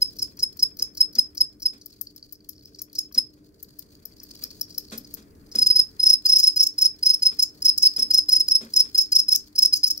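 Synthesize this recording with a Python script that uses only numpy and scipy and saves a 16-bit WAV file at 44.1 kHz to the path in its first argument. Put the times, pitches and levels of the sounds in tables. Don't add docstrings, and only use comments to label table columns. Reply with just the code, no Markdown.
import sys
import numpy as np
from scipy import signal
from scipy.fft import rfft, irfft, next_fast_len
from scipy.io import wavfile
from scipy.ndimage import uniform_filter1d, map_coordinates

SR = 44100
rng = np.random.default_rng(int(sys.argv[2]) if len(sys.argv) > 2 else 0)


def materialize(psi):
    bounded = np.clip(np.atleast_2d(psi).T, -1, 1)
    quanta = np.round(bounded * 32767).astype(np.int16)
    wavfile.write(sys.argv[1], SR, quanta)


N = 441000
TIME = np.arange(N) / SR


def amp(db):
    return 10 ** (np.asarray(db) / 20)


def unit(x):
    return x / np.sqrt(np.mean(x ** 2) + 1e-20)


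def along(points, hz):
    f, v = np.transpose(points)
    return np.interp(np.log(hz + 1), np.log(f + 1), v)


def wobble(rate):
    return map_coordinates(rng.standard_normal(int(N * rate / SR) + 4), [TIME * rate])


def filtered(x, response):
    m = next_fast_len(N + SR // 2)
    return irfft(rfft(x, m) * response(np.fft.rfftfreq(m, 1 / SR)), m)[..., :N]


def noise(spectrum):
    return unit(filtered(rng.standard_normal(N), lambda hz: amp(along(spectrum, hz))))


def resonances(modes):
    return lambda f: sum((-1) ** k * amp(db) * 1j * f * width / (hz * hz - f * f + 1j * f * width)
                         for k, (hz, width, db) in enumerate(modes))


def add(track, s, sound):
    part = track[..., max(round(s * SR), 0):][..., :sound.shape[-1]]
    part += sound[..., :part.shape[-1]]


def hump(u, power, lean):
    return np.sin(np.pi * np.clip(u, 0, 1) ** lean) ** power


# f/Hz, relative level/dB
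AIR_SPECTRUM = [(15, -40), (25, -11), (76, -4.5), (161, -10), (206, -7), (242, -11.5), (301, -3.5),
                (326, -14), (451, -11), (489, -20.5), (1840, -28), (2610, -37.5), (3080, -40.5),
                (16000, -36)]
# t/s, rumble level/dB, hiss level/dB
AIR_LEVELS = [(0, -52.5, -71.5), (1, -54.5, -68), (2, -59, -75), (3, -57, -77), (4, -55.5, -69),
              (4.7, -52.5, -69), (5.7, -53, -63), (6.5, -57.5, -69), (8, -54.5, -65), (9, -58, -68),
              (10, -56, -67.5)]
# f/Hz, correlation
PORT_LIKENESS = [(60, 0.91), (300, 0.86), (500, 0.528), (800, -0.54), (2500, 0.24)]
def room_tone():
    white = signal.stft(rng.standard_normal((2, N)), nperseg=512)[2]
    patches = uniform_filter1d(uniform_filter1d(rng.standard_normal(white.shape[1:]), 6, 0), 12, 1)
    pair = signal.istft(white * amp(.98 * unit(patches)), nperseg=512)[1][:, :N]

    def mid_side(hz):
        angle = np.arccos(np.clip(along(PORT_LIKENESS, hz), -1, 1)) / 2
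        return amp(along(AIR_SPECTRUM, hz)) * [np.cos(angle), np.sin(angle)]

    mid, side = filtered(pair, mid_side)
    air = np.array([amp(.6) * (mid + side), amp(-.6) * (mid - side)])
    rumble = filtered(air, lambda hz: hz < 700)
    s, rumble_db, hiss_db = np.transpose(AIR_LEVELS)
    hiss = amp(np.interp(TIME, s, hiss_db)) * unit(air - rumble)
    return amp(np.interp(TIME, s, rumble_db)) * unit(rumble) + hiss


# f/Hz, mean level/dB
HUM_TONES = [(37.7, -97.5), (80.7, -81), (301.5, -61), (393.0, -70.5)]
def hum():
    return sum(amp(db + 3 * wobble(8)) * np.sin(2 * np.pi * hz * TIME + .9 * wobble(7))
               for hz, db in HUM_TONES)


# f/Hz, t60/s
ROOM_DECAY = [(3000, 0.055), (5200, 0.18), (10000, 0.14), (15000, 0.071)]
def room_echoes(source):
    echoes, step = np.zeros((2, N)), SR // 4
    fade = np.hanning(2 * step)
    for k in range(-step, N, step):
        hz, t, white = signal.stft(rng.standard_normal((2, SR // 2)), SR, nperseg=256)
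        tail = signal.istft(white * amp(-60 * t / along(ROOM_DECAY, hz)[:, None]), SR, nperseg=256)[1]
        tail *= 1 - np.exp(-(np.arange(tail.shape[1]) / SR / .007) ** 2)
        part = source[max(k, 0):k + 2 * step]
        part = part * fade[max(-k, 0):][:len(part)]
        add(echoes, k / SR, signal.fftconvolve(part[None], tail / np.linalg.norm(tail[0]), axes=1))
    return echoes


# t/s, claw level at the right port/dB, relative wing level/dB
FIDGETS = [(0, -80, -48.5), (.7, -72.5, -62), (1.6, -82.5, -69), (1.899, -92, -60.5), (2.8, -77.5, -63),
           (3.25, -80, -62.5), (3.55, -100, -61), (4, -77.5, -57), (4.4, -74, -49), (5.15, -85, -51),
           (5.349, -92, -69), (5.6, -77.5, -51.5), (6.9, -79, -58.5), (7.2, -69.5, -57), (7.55, -91, -52.5),
           (8.699, -73, -51.5), (9.45, -83, -57.5), (10, -74, -49)]
def wing_rustle():
    s, _, wing_db = np.transpose(FIDGETS)
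    fits = amp(np.interp(TIME, s, wing_db)) * unit(amp(6.5 * wobble(130) + 2 * wobble(15)))
    tilt_hz, tilt_db = [4600, 5300, 5930, 9000, 12500], [20.5, -3.5, -5.5, 8.5, -.5]
    return fits * filtered(rasp(spike_db=3), lambda hz: amp(np.interp(hz, tilt_hz, tilt_db)))


# t/s, relative level/dB, rattle offset/dB
LEG_BUMPS = [(0.299, -68, -6), (0.797, -41, -15.5), (1.157, -41.5, -8.5), (1.727, -49.5, -4),
             (3.151, -40.5, -7.5), (3.371, -59, -10), (4.419, -46, -6.5), (4.498, -65, -21),
             (4.917, -32.5, -5), (5.166, -46, -4), (5.547, -35, -7.5), (7.312, -46, -4), (7.977, -34.5, -8),
             (8.607, -35.5, -9), (8.845, -51, -0.5), (9.316, -45.5, -1.5)]
# f/Hz, width/Hz, relative level/dB
FLOOR_MODES = [(225, 26.5, 6), (266.7, 42, 1), (426, 91, -4.5), (602, 150, -21.5)]
# f/Hz, width/Hz, relative level/dB
WALL_MODES = [(1090, 170, -1), (1480, 130, 3.5), (1830, 440, -3), (2510, 220, -3), (3310, 110, -2.5)]
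# f/Hz, relative level/dB
RATTLE_SPECTRUM = [(700, -32.5), (1000, -13), (1400, 8), (2500, -9), (3600, 10), (6000, 8.5), (15000, -6)]
def legs_on_tub():
    thud, rattle, t = np.zeros(N), np.zeros(N), np.arange(SR // 4) / SR
    for s, db, rattle_db in LEG_BUMPS:
        add(thud, s, amp(db - 3.5 - 60 * t / .29) * (1 - np.exp(-t / .002)))
        add(rattle, s, amp(db + rattle_db + 6.5 - 60 * t / .2) * (1 - np.exp(-t / .0054)))
    push, floor = rng.standard_normal(N), resonances(FLOOR_MODES)
    thuds = filtered(thud * push, floor) / np.std(filtered(push, floor))
    lumps = amp(1.17 * wobble(180))
    s, claw_db, _ = np.transpose(FIDGETS)
    claws = amp(np.interp(TIME, s, claw_db)) * unit(amp(1.8 * wobble(25) + 7.9 * wobble(120)))
    wall = unit(filtered(rng.standard_normal(N), resonances(WALL_MODES)))
    late_wall = np.roll(wall, 15)
    scuff = claws * np.array([amp(7) * wall, late_wall])
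    clatter = np.array([noise(RATTLE_SPECTRUM) + .65 * wall, noise(RATTLE_SPECTRUM) + .66 * late_wall])
    return thuds + rattle * lumps * clatter / 1.78 + scuff


# f/Hz, relative level/dB
RASP_SPECTRUM = [(2500, -36), (3800, -26), (5200, 1.5), (6600, 2.5), (8500, -13.5), (10500, -11),
                 (13000, 3), (14200, -9.5), (15600, 3)]
def rasp(spike_db):
    left = noise(RASP_SPECTRUM)
    spikes = amp(spike_db * np.clip(wobble(700), -2, 2))
    right = .5 * np.roll(left, 15) + .85 * noise(RASP_SPECTRUM)
    return unit(spikes * np.array([left, right]))


# t/s, length/ms, tone level/dB, relative scrape level/dB
BRIGHT_TICKS = [(1.861, 7.2, -36, -26.5), (2.013, 5, -36, -16), (2.163, 3.9, -36.5, -27),
                (2.325, 8.9, -39.5, -21), (2.491, 5.9, -36.5, -20), (2.656, 2.7, -37, -36),
                (2.819, 6.8, -32.5, -19), (3.629, 7, -57, -20.5), (3.79, 8.6, -42, -22),
                (4.055, 4, -31.5, -24), (4.234, 8.5, -40, -28), (4.439, 1.6, -21.5, -15),
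                (4.613, 5, -14.5, -12), (4.781, 4.6, -15, -16), (4.978, 8.3, -30, -17),
                (5.141, 9, -37, -18), (5.517, 11, -30.5, -45), (9.977, 2.3, -24.5, -23)]
# t/s, length/ms, tone level/dB, f/Hz
HUSKY_PINGS = [(1.814, 9.6, -35, 4700), (2.071, 2.9, -31, 4600), (2.227, 3.7, -34, 4630),
               (2.746, 6.9, -39, 4630), (2.788, 12.5, -32, 5500), (4.199, 6.3, -32.5, 5280),
               (4.31, 8.5, -37, 5000), (4.506, 9, -33, 4470), (4.706, 7.3, -34, 4780),
               (4.744, 8.5, -35, 5400), (4.901, 2.6, -37, 4540), (5.047, 7.6, -35, 4950)]
# time ahead/s, length/ms, tone level/dB, f/Hz, relative scrape level/dB
LEAD_INS = [(.056, 8, -41, 4780, -37.5), (.035, 18, -27, 5250, -34.5)]
# from t/s, to t/s, count
BLIP_SPELLS = [(1.88, 2.9, 30), (3.72, 3.8, 1), (4.08, 5.25, 30)]
TICK_HZ, FAINT_SCRAPE_DB = 5243, -59.5
BLIP_MS, BLIP_HZ, BLIP_DB = (2.26, 7.2), (4390, 5460), (-49, -48.5)
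def soft_strokes():
    rows = [(s, ms, db, TICK_HZ, scrape_db) for s, ms, db, scrape_db in BRIGHT_TICKS]
    rows += [(*ping, FAINT_SCRAPE_DB) for ping in HUSKY_PINGS]
    rows += [(s - ahead, *rest) for s, *_ in LOUD_STROKES
             for ahead, *rest in LEAD_INS if ahead < s < SOLO_UNTIL_S]
    for start, end, count in BLIP_SPELLS:
        for _ in range(count):
            s, ms, hz, db = (rng.uniform(*span) for span in [(start, end), BLIP_MS, BLIP_HZ, BLIP_DB])
            rows.append((s, ms, db, hz, FAINT_SCRAPE_DB + db - max(BLIP_DB)))
    return rows


# f/Hz, relative level/dB
HUSK_SPECTRUM = [(3200, -52), (4200, -8), (5200, 4), (6500, -9), (7500, -19)]
def courtship():
    tone, scrape, husk = np.zeros(N), np.zeros(N), noise(HUSK_SPECTRUM)
    sway, swell = .8 * wobble(900), amp(3 * wobble(500))
    for s, ms, db, hz, scrape_db in soft_strokes():
        t = np.arange(round((ms / 1000 + .0048) * SR)) / SR
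        here = slice(round(s * SR), round(s * SR) + len(t))
        clear = np.interp(ms, [4, 9], [.85, .5])
        wave = clear * np.sin(2 * np.pi * hz * t + sway[here]) + (1 - clear) * husk[here]
        add(tone, s - .0015, amp(db) * hump(t / t[-1], 1.4, .65) * swell[here] * wave)
        add(scrape, s - .0015, amp(scrape_db) * hump(t / t[-1], 1.3, .38))
    tilt_hz, tilt_db = [6530, 10500, 12150, 13900, 14850], [-19, -1, -.5, 5.5, -1]
    bright = filtered(rasp(spike_db=5.5), lambda hz: amp(np.interp(hz, tilt_hz, tilt_db)))
    return np.array([tone, amp(-2.5) * np.roll(tone, -2)]) + scrape * bright


# t/s, pitch offset/Hz
FLAT_START = [(5.55, -170), (5.8, -82), (6.3, -0.5)]
SOLO_UNTIL_S, CHIRP_GAP_S = 3.3, .075
SOLO, OPENING, FOLLOWING = (5185, 8.7), (5110, 8.6), (5300, 14)
def glides():
    s, ms = np.transpose(LOUD_STROKES)[:2]
    opens = np.diff(s, prepend=-1) > CHIRP_GAP_S
    kinds = [SOLO if at < SOLO_UNTIL_S else OPENING if first else FOLLOWING for at, first in zip(s, opens)]
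    hz, sag = np.transpose(kinds)
    hz = hz + np.interp(s, *np.transpose(FLAT_START)) * ~opens + 25 * rng.standard_normal(len(s))
    return zip(hz, hz - sag * ms)


# t/s, offset/us
TONE_OFFSET = [(0, 56), (3.3, 43), (6.1, 39), (7.95, 53.5), (8.1, 32), (10, 55)]
# t/s, length/ms, relative tone level/dB, slip place/0-1 (0: none), scrape level/dB
LOUD_STROKES = [(.02, 11, -14, 0, -25.5), (.222, 10.5, -21.5, 0, -24.5), (0.427, 14.4, -17.5, 0, -29.5),
                (.627, 11.8, -13, 0, -20.5), (.825, 3.1, -17, 0, -14.5), (1.006, 12.4, -11.5, 0, -28),
                (1.186, 11, -11.5, 0, -24), (1.407, 13.1, -13, 0, -30.5), (1.656, 13.5, -15.5, 0, -31.5),
                (2.986, 8.4, -20, 0, -23.5), (3.179, 11, -12.5, 0, -33.5), (5.555, 7.5, -20.5, 0, -22.5),
                (5.584, 12.3, -17, 0, -27), (5.615, 18.2, -13.5, 0, -24.5), (5.664, 13.6, -13, 0, -24),
                (5.7, 16.2, -13, 0, -30.5), (5.755, 18.8, -13, 0, -25), (5.79, 15.3, -11.5, 0, -26),
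                (5.997, 9.9, -18.5, 0, -41.5), (6.029, 14.7, -15.5, 0, -35.5),
                (6.06, 18.4, -11.5, 0.3, -21), (6.093, 19, -11.5, .36, -23), (6.129, 15.3, -12.5, 0, -28.5),
                (6.255, 14.7, -13.5, 0.5, -23.5), (6.291, 16, -13, .19, -20), (6.32, 21, -11.5, 0.5, -26),
                (6.356, 19.3, -13, 0, -28.5), (6.388, 20, -16, .57, -13.5), (6.429, 21, -13, 0.4, -25),
                (6.468, 19.6, -11.5, 0.3, -22), (6.562, 18.4, -19, 0, -23.5), (6.595, 22.6, -13, .35, -24),
                (6.628, 12.5, -13.5, 0.83, -15), (6.667, 7.2, -18.5, 0, -20), (6.783, 9.3, -20, 0, -24),
                (6.813, 21, -13.5, .24, -22.5), (6.847, 22, -13, .36, -23), (7.029, 9.1, -19, 0, -30),
                (7.056, 22.7, -14, 0.28, -28), (7.091, 23, -13, 0.35, -25), (7.135, 16, -18.5, 0, -24),
                (7.224, 12, -16, 0.38, -26.5), (7.255, 19.7, -12.5, .38, -27), (7.39, 16, -18, 0, -25.5),
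                (7.423, 14.3, -14, 0.6, -19), (7.623, 6.1, -25, 0, -27), (7.649, 22.2, -14, .25, -21),
                (7.681, 20, -11.5, .52, -23.5), (7.78, 5.4, -18.5, 0, -17), (7.822, 23.4, -13, 0.29, -18.5),
                (7.849, 27, -10, 0.67, -21), (7.964, 9.6, -22, 0, -37.5), (7.991, 16, -20, 0, -31),
                (8.023, 10.7, -16, 0, -30.5), (8.106, 11.8, -16, 0, -24), (8.137, 21, -13.5, .3, -19.5),
                (8.175, 19, -12.5, .38, -21.5), (8.288, 11, -17, 0, -22.5), (8.319, 23, -13.5, 0.3, -23),
                (8.351, 24.7, -15.5, .38, -21), (8.398, 18.6, -16.5, 0, -29.5), (8.484, 4.4, -19, 0, -22.5),
                (8.511, 17, -13.5, 0.32, -26), (8.548, 17.8, -14, 0, -35), (8.739, 3, -22, 0, -25),
                (8.761, 20, -13.5, 0.3, -22), (8.793, 20.9, -12.5, 0.4, -20.5), (8.949, 9.7, -17.5, 0, -29),
                (8.978, 19.4, -13, .3, -22), (9.009, 15, -18, 0.8, -20), (9.121, 13, -16.5, 0, -23.5),
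                (9.151, 22, -12, 0.3, -18), (9.189, 15.5, -13, .64, -15.5), (9.284, 11.8, -18, 0, -25),
                (9.317, 18.8, -14, 0.33, -18), (9.351, 11.6, -15.5, 1, -14), (9.555, 11, -31, 0, -35.5),
                (9.583, 12.4, -12, 0.4, -19), (9.623, 13.5, -11, 0, -20.5), (9.651, 12, -12, 0.46, -20),
                (9.729, 13.6, -12.5, .46, -19.5), (9.758, 19.8, -29, .75, -20),
                (9.835, 13.6, -12.5, 0.4, -21), (9.866, 20.3, -22, 0.9, -20.5),
                (9.903, 13.7, -17.5, 0.54, -18)]
UNBROKEN, SLIPPED = (1.1, 1.38), (.85, 1.21)
BEFORE_SLIP_DB, LATE_DOUBLING_DB = -2, -3.5
def song():
    tone, scrape, reopen = np.zeros((2, N)), np.zeros(N), np.zeros(N)
    sway, swell = .22 * wobble(600), amp(1.1 * wobble(400))
    for (s, ms, db, slip, scrape_db), (start_hz, end_hz) in zip(LOUD_STROKES, glides()):
        offset = np.interp(s, *np.transpose(TONE_OFFSET)) / 1e6
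        length, start = ms / 1000, s - .004
        t = np.arange(round((length + .007) * SR)) / SR + np.array([[-offset], [0]])
        progress = t / (length + .0068)
        here = slice(round(start * SR), round(start * SR) + t.shape[1])
        rough = 1 + .25 * max(-17 - db, 0)
        hz = start_hz + (end_hz - start_hz) * np.clip((t - .004) / length, 0, 1) ** 2.2
        phase = 2 * np.pi * (np.cumsum(hz, axis=1) / SR + start_hz * t[:, :1]) + rough * sway[here]
        envelope = hump(progress, *(SLIPPED if slip else UNBROKEN)) * swell[here]
        grit = hump(progress[1], 1.1, .95)
        if slip:
            since_slip = t - .004 - slip * length
            phase += 1.4 * np.tanh(since_slip / .0004)
            envelope *= amp(BEFORE_SLIP_DB * (.5 - .5 * np.tanh(since_slip / .00085)))
            envelope *= 1 - .98 * np.exp(-(since_slip / .0012) ** 2)
            grit = .7 * grit + .9 * np.exp(-(since_slip[1] / .002) ** 2)
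        wave = amp(db + 6) * np.sin(phase)
        wave += amp(.61 * db - 12.5) * hump(progress, .94, 1.54) * np.sin(2 * phase)
        wave += amp(1.1 * db - 21) * np.sin(3 * phase)
        if not slip:
            doubling = amp(db - 17) * np.sin(1.5 * phase) + amp(db - 6) * np.sin(2.5 * phase)
            wave += amp(LATE_DOUBLING_DB * (s > SOLO_UNTIL_S)) * hump(progress, 7.6, .72) * doubling
        add(tone, start, envelope * wave)
        add(scrape, start, amp(scrape_db) * grit)
        drag = hump(np.arange(600) / 600, .4, .53)
        add(reopen, s + length, amp(db - 29.5) * drag)
    teeth = rasp(spike_db=6.5)
    husk = np.array([noise(HUSK_SPECTRUM), noise(HUSK_SPECTRUM)])
    return tone + scrape * teeth + reopen * husk


# f/Hz, gain/dB
PORT_SHADE = [(5000, 0.5), (6600, -1), (8500, -6.5), (10500, -23.5), (13000, -14.5), (15500, -5.5)]
def scene():
    near = song() + courtship() + wing_rustle()
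    left, right = near + amp(-14) * room_echoes(near[0])
    right = filtered(right, lambda hz: amp(along(PORT_SHADE, hz)))
    return np.array([left, right]) + legs_on_tub() + room_tone() + hum()


BAND_LIMIT_HZ = 15800
def record(dry):
    offset_hz, gain_db = [-80, 80, 700, 1400], [0, -20, -32, -90]
    return filtered(dry, lambda hz: amp(np.interp(hz - BAND_LIMIT_HZ, offset_hz, gain_db)))


dry = scene()
out = record(dry)
materialize(out)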